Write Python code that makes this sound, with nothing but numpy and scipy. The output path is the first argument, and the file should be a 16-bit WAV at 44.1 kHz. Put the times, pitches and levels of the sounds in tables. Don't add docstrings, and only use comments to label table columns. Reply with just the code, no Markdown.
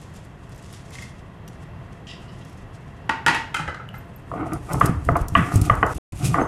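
import sys
import numpy as np
from scipy import signal
from scipy.fft import rfft, irfft
from scipy.io import wavfile
from scipy.ndimage import uniform_filter1d, minimum_filter1d

SR = 44100
rng = np.random.default_rng(int(sys.argv[2]) if len(sys.argv) > 2 else 0)


def to_linear_factor(level_db):
    exponent = np.asarray(level_db, float) / 20
    return 10 ** exponent


def waveform_to_disk(signal):
    frames = np.transpose(np.atleast_2d(signal))
    scaled = np.clip(frames, -1, 1) * 32767
    samples = np.round(scaled).astype(np.int16)
    wavfile.write(sys.argv[1], SR, samples)


N = 285629

# pitch_hz, level_db
FAN_AIR = [(15, -43), (27, -9), (120, 0), (190, -6), (225, -12.5), (1500, -27), (5880, -49), (11800, -54.5)]
# pitch_hz, width_hz, level_db
FAN_CASE = [(378, 28, -24.5), (681, 44, -19.5), (1060, 170, -25), (1925, 200, -28.5), (2690, 110, -31.5),
            (3244, 180, -37.5)]
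# pitch_hz, decay_s
ECHO_DECAY = [(200, 0.52), (1000, 0.46), (3000, 0.45), (8000, 0.33), (14000, 0.045)]
# start_s, end_s, fade_in_s
CUTS = [
    (5.937, 5.939, .006),
    (5.984, 6.121, .004),
    (6.476, 6.5, .004),
]

# start_s, level_db, pitch_hz, ring_s
CHINKS = [
    (3.6, -55, 9400, 0.11),
    (3.93, -59, 12600, 0.18),
    (3.95, -57.5, 12100, 0.2),
    (4.17, -62, 9500, 0.05),
    (4.16, -57, 12800, 0.058),
    (4.54, -45, 8980, 0.12),
    (5.885, -48, 6400, 0.037),
    (6.41, -54, 6350, .15),
]
# start_s, level_db, pitch_hz, ring_s
SIDE_TICK = [
    (3.889, -29, 2950, 0.0081),
]

# start_s, level_db, brightness_db_per_octave, echo_db, contact_ms
POT_BLOWS = [
    (3.093, -5.5, -3.05, -2, 6.5),
    (3.263, -3.5, 0.12, 4, 2.7),
    (3.282, -5, -1, 1.5, 3.5),
    (3.345, -13, 1, 3, 8),
]
# start_s, level_db, brightness_db_per_octave, contact_ms
LID_BLOWS = [
    (3.543, -11.5, 3, 7.1),
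    (3.566, -17, 3, 6),
    (3.591, -18, -1.5, 15),
    (3.62, -28, 4, 4.4),
    (3.677, -20, -3.5, 8.9),
    (3.693, -28, -16, 6),
    (3.744, -25.5, -1, 6),
    (3.795, -31, -9, 13),
    (3.94, -29, -3.5, 7.3),
]
# pitch_hz, width_hz, level_db
POT_MODES = [(320, 45, -7.5), (720, 26, -8.5), (850, 69, -3.5), (899, 16, 4.5), (1136, 43, -4),
             (1304, 30, -6.5), (1446, 45, 1.5), (1570, 39, -4), (1735, 59, -2), (1928, 16, 5),
             (2600, 42, -1.5), (2884, 110, -4), (3280, 37, -9), (4300, 300, -11)]
LID_MODES = [(307, 120, -1.5), (843, 100, 1), (1301, 110, 5.5), (1370, 110, 7.5), (1547, 31, -0.5),
             (1766, 60, -10), (2052, 42, 4), (2460, 81, -5.5), (2654, 70, -6.5), (3064, 210, -4),
             (3990, 92, -15)]
# pitch_hz, level_db
POT_CRACK = [(120, -41), (250, -3), (550, -15), (900, -2.5), (2100, -3), (2500, -8.5), (11000, -27),
             (14000, -42.5)]
LID_CRACK = [(290, -40), (500, -5.5), (1050, -14.5), (1680, 2.5), (2070, -10.5), (2320, -14), (8480, -22),
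             (14000, -40)]

# start_s, level_db
PLATE_TAPS = [
    (0.724, -48),
    (0.905, -42),
    (0.9521, -33),
    (0.9839, -29.5),
    (1.0216, -29),
    (1.0494, -45.5),
]
# start_s, level_db, echo_db, contact_ms
PLATE_SLIDE = [
    (1.476, -42, -13.5, 6.5),
    (2.069, -35, 8, 14),
    (2.089, -35.5, 12, 9),
    (2.111, -34.5, 0, 9.1),
    (2.134, -37, 3.5, 7.1),
    (2.28, -46, 9, 14),
    (2.4, -54, 17, 12),
]
# pitch_hz, width_hz, level_db
PLATE_MODES = [(1880, 67, 4), (2087, 44, 6.5), (2560, 48, -0.5), (3300, 130, -3.5), (4700, 500, -11),
               (7000, 900, -9)]
RIM_MODES = [(1890, 60, 1.5), (2840, 180, 10), (3100, 120, 8.5), (3870, 300, 3), (5000, 660, 5.5),
             (5500, 300, -15), (7500, 540, -5)]
# pitch_hz, level_db
PLATE_CRACK = [(1200, -27), (2000, 5), (3000, -25), (5000, 1), (10000, -7), (13000, -24)]

# start_s, level_db, rise_s, fall_s (both per 20 dB)
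BRUSHES = [(0.02, -51, 0.19, 0.16), (0.15, -52.5, 0.1, 0.2), (0.6, -53.5, 0.23, -1),
           (0.74, -48.5, 0.21, 0.13), (0.93, -48.5, 0.13, 0.3), (1.04, -48, 0.34, 0.06),
           (1.488, -39.5, .005, 0), (1.64, -60, 0.23, -0.2), (1.932, -54, 0.012, -2.2),
           (2.07, -65, .012, -2.4), (2.59, -60, 0.99, 0.1), (2.85, -64.5, 0.65, 0.3)]
# start_s, level_db, rise_s, fall_s (both per 20 dB)
CRUSHES = [(3.95, -63, .01, 0.6), (4.3, -61, 0.074, 0.5), (4.53, -57, 0.17, 0.5), (4.73, -41, 0.055, -0.07),
           (4.87, -38.5, 0.18, -0.13), (5.22, -51, .42, -0.1), (5.28, -57.5, .013, 0),
           (5.35, -48.5, 0.018, 0.3), (5.55, -39.5, 0.15, 0.11), (5.62, -36, .01, -0.01),
           (5.651, -42, .03, 0.2), (5.98, -40.5, 0.15, -0.05), (6.124, -49, .01, -1),
           (6.27, -35.5, 0.13, 0.16)]
# start_s, level_db, pitch_hz
BOUNCES = [(0.0144, -34, 8400), (0.0997, -49, 7000), (0.1391, -39.5, 9000), (0.1625, -33, 7300),
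           (0.2487, -38, 9200), (0.4933, -41, 9200), (0.5222, -45, 7000), (0.5462, -38, 6030),
           (0.5596, -38, 5100), (0.5781, -39, 7500), (0.624, -40, 8000), (0.7272, -28, 5400),
           (0.8719, -54, 5600), (0.9048, -33.5, 7360), (1.0216, -30, 7140), (1.4786, -28, 5840),
           (1.6294, -45, 4960), (2.449, -38, 5430), (2.4962, -40, 5570), (2.5287, -41, 5500),
           (2.575, -43, 5140)]
# start_s, level_db
SEED_CRACKS = [(4.533, -19.5), (4.6962, -41), (4.721, -32), (4.732, -12.5), (4.7985, -21), (4.858, -9.5),
               (5.049, -27), (5.167, -21.5), (5.2135, -28), (5.283, -17.5), (5.5406, -18.5),
               (5.5566, -11.5), (5.6143, -11.5), (5.661, -25.5), (5.7523, -26), (5.8636, -23),
               (5.9488, -24)]
# pitch_hz, level_db
BRUSHED_COLOUR = [(2060, -9.5), (3500, -5.5), (3920, -9.5), (7040, -8), (10300, -14), (12700, -26.5),
                  (14800, -30), (16000, -46)]
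CRUSHED_COLOUR = [(1500, -20.5), (2500, 0.5), (4150, -7.5), (5350, -4.5), (8630, -2), (11000, -6),
                  (13400, -15), (16000, -24)]

# start_s, rumble_db, thud_db, fall_s (per 20 dB)
PUSHES = [(4.326, -31.5, -55, 0.5), (4.422, -37, -47, -4), (4.531, -28, -38, .16),
          (4.738, -23, -29.5, 0.32), (4.848, -16, -40, -0.44), (4.912, -22, -25, 0.16),
          (5.066, -40, -25, 0), (5.103, -17, -38, 0.14), (5.23, -39, -16, 0.02), (5.379, -13, -35, 0.11),
          (5.558, -19.5, -26, 0.38), (5.843, -16.5, -32, 0.03), (5.98, -22.5, -27, 0.1),
          (6.138, -34.5, -24.5, 0), (6.246, -19, -39, 0.3), (6.432, -23.5, -54, .08)]
# start_s, scrape_db, hold_s
DRAGS = [(4.347, -32, .21), (4.56, -40, .005), (4.706, -22.5, 0.0055), (4.752, -29, .006),
         (4.871, -25, 0.014), (5.166, -22.5, .004), (5.208, -38.5, 0.026), (5.453, -30.5, 0.042),
         (5.52, -26, 0.0033), (5.58, -35, .12), (5.749, -50, .06), (5.873, -43, 0.12), (6.217, -32.5, .1),
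         (6.35, -20.5, .003), (6.386, -21, 0.019)]
# start_s, level_db, pitch_hz, ring_s
JOLTS = [(3.277, -24, 154, 0.21), (3.598, -25.5, 156.2, 0.31), (3.678, -25, 81, 0.13),
         (4.828, -16.5, 174, 0.044), (4.894, -8, 172, 0.035), (5.07, -18, 73, 0.092),
         (5.116, -12, 87.5, 0.062), (5.322, -16.5, 99, 0.22), (5.368, -8, 111, 0.11),
         (5.539, -15, 138, 0.21), (5.557, -6, 101.7, 0.2), (5.617, -17, 115, 0.077),
         (5.71, -9.5, 115.6, 0.095), (5.959, -22, 98.8, 0.16), (6.234, -19, 120.6, 0.068),
         (6.418, -8, 310, 0.017)]
# pitch_hz, width_hz, level_db
SCRAPE_MODES = [(310, 38, 8.5), (459, 30, -8), (708, 57, 2), (940, 250, -14.5), (1204, 90, -1),
                (1500, 100, -9.5), (1950, 350, -15)]
SLAB_MODES = [(119, 64.3, 3.5), (166, 67, 2), (249, 55, -6), (310, 38, -5.5), (373, 49, -17.5)]

# start_s, level_db, brightness_db_per_octave, echo_db, contact_ms
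KNOCKS = [(4.315, -18, -31.5, 0, 5.4), (4.337, -17.5, -25, -13, 2.2), (4.394, -26, -27, 7, 2.4),
          (4.427, -24, -42, -6, 5), (4.457, -22, -44, -9, 7.2), (4.523, -29.5, -36, -8, 3.3),
          (4.558, -26, -33, -9, 4.6), (4.689, -33, -32, 0, 2.7), (4.703, -22, -36, 10, 5.3),
          (4.71, -21, -22, 2.5, 5.9), (4.743, -13, -24, -3, 4.7), (4.81, 0, 2, -1.5, 5.8),
          (5.088, -2, -11, -5.5, 3.1), (5.154, -6, -12.5, -7.5, 16), (5.351, 5, 9.5, 0.5, 4.7),
          (5.519, -16.5, -8, 3, 2), (5.697, 0.5, -2, -1.5, 4.3), (5.828, -2.5, -7, -4.5, 6),
          (6.342, -6.5, -4.5, 4, 2.6), (6.383, -9, -35, 1, 4.5), (6.414, -8.5, -9, 2, 2.7)]
# pitch_hz, width_hz, level_db
STONE_MODES = [(310, 89, -7), (410, 50, -6.5), (692, 32, -3.5), (960, 150, -17), (1175, 132, 4),
               (1450, 90, -17), (1698, 150, -10), (1980, 170, -9.5), (2300, 270, -18), (2630, 90, -21.5),
               (2950, 200, -20)]
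# pitch_hz, level_db
STONE_CRACK = [(210, -41), (350, -9), (570, -9), (1210, -4.5), (1940, -12.5), (2290, -24.5), (3100, -26),
               (4200, -47)]


def level(x, db):
    return x * to_linear_factor(db) / np.sqrt(np.mean(x ** 2))


def shape(x, points):
    hz, db = np.transpose(points)
    f = np.arange(len(x) // 2 + 1) * SR / len(x) + 1
    gain = to_linear_factor(np.interp(np.log(f), np.log(hz), db))
    return irfft(rfft(x) * gain, len(x))


def dull(x, hz, order=4):
    return signal.sosfilt(signal.butter(order, hz, fs=SR, output="sos"), x)


def resonate(x, modes):
    out = 0
    for k, (hz, width_hz, db) in enumerate(modes):
        ring = signal.lfilter(*signal.iirpeak(hz, hz / width_hz, fs=SR), x)
        out = out + (-1) ** k * to_linear_factor(db) * ring
    return out


def walk(rate):
    k = int(SR / rate)
    steps = np.repeat(rng.standard_normal(N // k + 1), k)
    return 2.22 * uniform_filter1d(uniform_filter1d(steps, k), k)[:N]


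def grains(rate, spread_db):
    when, size, sign = rng.random((3, N))
    loudness = to_linear_factor(-spread_db * np.log(size + 1e-6))
    return (when < rate / SR) * loudness * np.sign(sign - 0.5)


def add(out, start_s, sound):
    i = int(start_s * SR)
    out[i:i + len(sound)] += sound[:N - i]


def swells(start_s, db, rise_s, fall_s, hold_s=0):
    columns = (start_s, db, rise_s, fall_s, hold_s)
    start_s, db, rise_s, fall_s, hold_s = (np.reshape(v, (-1, 1)) for v in columns)
    late = np.arange(N) / SR - start_s
    rising = -late / np.maximum(rise_s, 1e-3)
    falling = (late - hold_s) / np.maximum(fall_s, 1e-3)
    lost = np.maximum(np.maximum(rising, falling), 0)
    return to_linear_factor(np.max(db - 20 * lost, axis=0))


def pings(table, attack_s, tick, rough):
    out, t = np.zeros(N), np.arange(9000) / SR
    for start_s, db, hz, ring_s in table:
        noise = rng.standard_normal(len(t))
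        body = np.sin(2 * np.pi * hz * t) + rough * noise
        fade = (1 - np.exp(-t / attack_s)) * 1000 ** (-t / max(ring_s, 0.004))
        ring = body * fade + tick * noise * np.exp(-t / 0.000053)
        add(out, start_s, ring * to_linear_factor(db) / np.abs(ring).max())
    return out


def blows(table, modes, crack, crack_db, scatter_db, sent_ring_db=-5.5):
    first_touch = 8.8
    detune = 0.02
    out, t = np.zeros((2, N)), np.arange(6000) / SR
    for start_s, db, tilt_db, echo_db, contact_ms in table:
        push = np.minimum(t / 0.00069, 1) * np.exp(-(t * 1000 / max(contact_ms, 0.3)) ** 4)
        force = np.array([rng.standard_normal(len(t)) * push, t == t[88]])
        spot_db = scatter_db * rng.standard_normal(len(modes))

        def bright(hz):
            return tilt_db * max(np.log2(hz / 1000), 0)

        colour = [(hz, g + bright(hz)) for hz, g in crack]
        ring = np.array([level(shape(f, colour) * (t > 0), crack_db) for f in force])
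        force[0, 40] += first_touch
        for (hz, width_hz, mode_db), extra_db in zip(modes, spot_db):
            hz *= 1 + detune * np.tanh(rng.standard_normal())
            narrow = resonate(force, [(hz, width_hz, 0)])
            narrow = resonate(narrow, [(hz, hz / 3.14, 0)])
            gain_db = mode_db + extra_db + bright(hz)
            mode = np.array([level(row, gain_db) for row in narrow])
            ring += np.sign(extra_db) * mode * to_linear_factor(np.array([[0], [sent_ring_db]]))
        ring *= np.minimum(t / 0.00028, 1) * (t < t[5000])
        ring *= to_linear_factor(db) / np.abs(ring[0]).max()
        add(out[0], start_s, ring[0])
        add(out[1], start_s, ring[1] * to_linear_factor(echo_db))
    return out


def fan():
    air = dull(shape(rng.standard_normal(N), FAN_AIR), 13500, order=8)
    case = resonate(rng.standard_normal(N), FAN_CASE)
    waver = to_linear_factor(0.3 * walk(6))
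    return level((level(air, 0) + to_linear_factor(27.0) * case) * waver, -39.5)


def kitchen(x, gap_s):
    t, echo = np.arange(3 * SR // 4) / SR, 0
    hz, decay_s = np.transpose(ECHO_DECAY)
    for f in 150 * 2 ** np.arange(0, 6.6, 0.5):
        band = resonate(rng.standard_normal(len(t)), [(f, f / 2.2, 0)])
        echo = echo + band * 1000 ** (-t / np.interp(np.log(f), np.log(hz), decay_s))
    echo *= np.clip(t / gap_s, 0, 1) ** 4
    echo *= to_linear_factor(-2.5) / np.sqrt(np.sum(echo ** 2))
    echo[int(0.016 * SR)] += to_linear_factor(-12)
    return signal.fftconvolve(x, echo)[:N]


def side_tick():
    return pings(SIDE_TICK, 0.0012, tick=0.02, rough=0.13)


def bracelet():
    flutter = to_linear_factor(6.2 * walk(160) - 1.0)
    return pings(CHINKS, 0.0067, tick=0.01, rough=0.098) * flutter


def pot_and_lid():
    lid_echo_db = 3
    lid = [(s, db, tilt, lid_echo_db, ms) for s, db, tilt, ms in LID_BLOWS]
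    return blows(POT_BLOWS, POT_MODES, POT_CRACK, 7.2, 1.0) + blows(lid, LID_MODES, LID_CRACK, 3.2, 2.2)


def plate():
    tap_tilt_db, tap_echo_db, tap_ms, slide_tilt_db = -2, 0, 7.9, -1.5
    taps = [(s, db, tap_tilt_db, tap_echo_db, tap_ms) for s, db in PLATE_TAPS]
    slide = [(s, db, slide_tilt_db, echo, ms) for s, db, echo, ms in PLATE_SLIDE]
    tapped = blows(taps, PLATE_MODES, PLATE_CRACK, -1.0, 1.0)
    return tapped + blows(slide, RIM_MODES, PLATE_CRACK, -6.0, 0.35)


def seeds():
    rustle = level(grains(4000, 2.0), 0) + 0.57 * rng.standard_normal(N)
    brushed = level(shape(rustle, BRUSHED_COLOUR), 0.2) * swells(*np.transpose(BRUSHES))
    crushed = level(shape(rustle, CRUSHED_COLOUR), 0.2) * swells(*np.transpose(CRUSHES))
    patchy = to_linear_factor(2.1 * walk(60))
    bounce_ring_s, crack_ring_s, crack_hz, crack_spread = 0.03, 0.028, 9500, 0.12
    single = [(*row, bounce_ring_s) for row in BOUNCES]
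    for row in SEED_CRACKS:
        single.append((*row, crack_hz * (1 + crack_spread * rng.standard_normal()), crack_ring_s))
    snaps = pings(single, 0.00033, tick=1.7, rough=1.8)
    small_body = signal.butter(3, [4600, 13000], "band", fs=SR, output="sos")
    return (brushed + crushed) * patchy + signal.sosfilt(small_body, snaps) * to_linear_factor(-4.0)


def roller_on_slab():
    push_rise_s, thud_linger, drag_rise_s, drag_fall_s = 0.049, 3.3, 0.027, 0.049
    start_s, rumble_db, thud_db, fall_s = np.transpose(PUSHES)
    rumble = swells(start_s, rumble_db, push_rise_s, fall_s)
    thud = swells(start_s, thud_db, push_rise_s, fall_s * thud_linger)
    start_s, scrape_db, hold_s = np.transpose(DRAGS)
    scrape = uniform_filter1d(swells(start_s, scrape_db, drag_rise_s, drag_fall_s, hold_s), size=400)
    grind = level(dull(resonate(grains(900, 1.5), SCRAPE_MODES), 2020), -2.1)
    grind = grind * to_linear_factor(1.4 * walk(55))
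    shake = level(resonate(resonate(grains(600, 1.8), SLAB_MODES), [(174, 850, 0)]), -0.51)
    deep = level(resonate(resonate(grains(90, 1.1), [(63.3, 50, 0)]), [(57.6, 61, 0)]), -0.25)
    jolts = pings(JOLTS, 0.00051, tick=0.006, rough=0.011)
    return scrape * grind + rumble * shake + thud * deep + jolts


def roller_knocks():
    knocks = blows(KNOCKS, STONE_MODES, STONE_CRACK, -0.5, 2.6, sent_ring_db=-17)
    knocks = dull(knocks, 3380, order=6)
    no_bass = signal.butter(2, 520, "high", fs=SR, output="sos")
    knocks[0] = signal.sosfilt(no_bass, knocks[0])
    return knocks


def scene():
    direct, sent = roller_knocks() + plate()
    far, far_sent = pot_and_lid()
    near = seeds() + bracelet() + side_tick()
    echoes = kitchen(sent + to_linear_factor(-9.5) * near, gap_s=0.0087) + kitchen(far_sent, gap_s=0.00095)
    t = np.arange(N) / SR
    echoes *= (t < CUTS[0][0]) | (t > CUTS[1][1])
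    return (direct + far + near + roller_on_slab() + echoes + fan())[None]


def thin_top(x):
    top_hz, band_bins, hold_frames = 13250, 9, 3
    f, _, z = signal.stft(x, SR, nperseg=1024)
    hz = f[:, None]
    band = np.arange(len(f)) // band_bins
    power = np.add.reduceat(np.abs(z) ** 2, np.arange(0, len(f), band_bins), axis=0) / band_bins
    chance = np.repeat(rng.standard_normal(power.shape), hold_frames, axis=1)[:, :power.shape[1]]
    strength_db = (10 * np.log10(power + 1e-20) + 7 * chance)[band]
    need_db = -85.5 + 0.6 * (hz - top_hz) / 1000
    keep = (strength_db > need_db) | (hz < top_hz)
    return signal.istft(z * keep * (hz < 15950), SR, nperseg=1024)[1][:N]


def roll_off(x):
    return signal.sosfilt(signal.butter(12, 16670, fs=SR, output="sos"), x)


def record(dry):
    t, gate = np.arange(N) / SR, 1
    for start_s, end_s, fade_in_s in CUTS:
        open_share = np.maximum((start_s - t) / 0.0005, (t - end_s) / fade_in_s)
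        gate = gate * np.clip(open_share, 0, 1)
    heard = thin_top(dry[0])[None]
    room_left = np.minimum(0.93 / (np.abs(heard) + 1e-9), 1)
    ease = uniform_filter1d(minimum_filter1d(room_left, size=257), size=257)
    return roll_off(heard * ease * gate)


dry = scene()
out = record(dry)
waveform_to_disk(out)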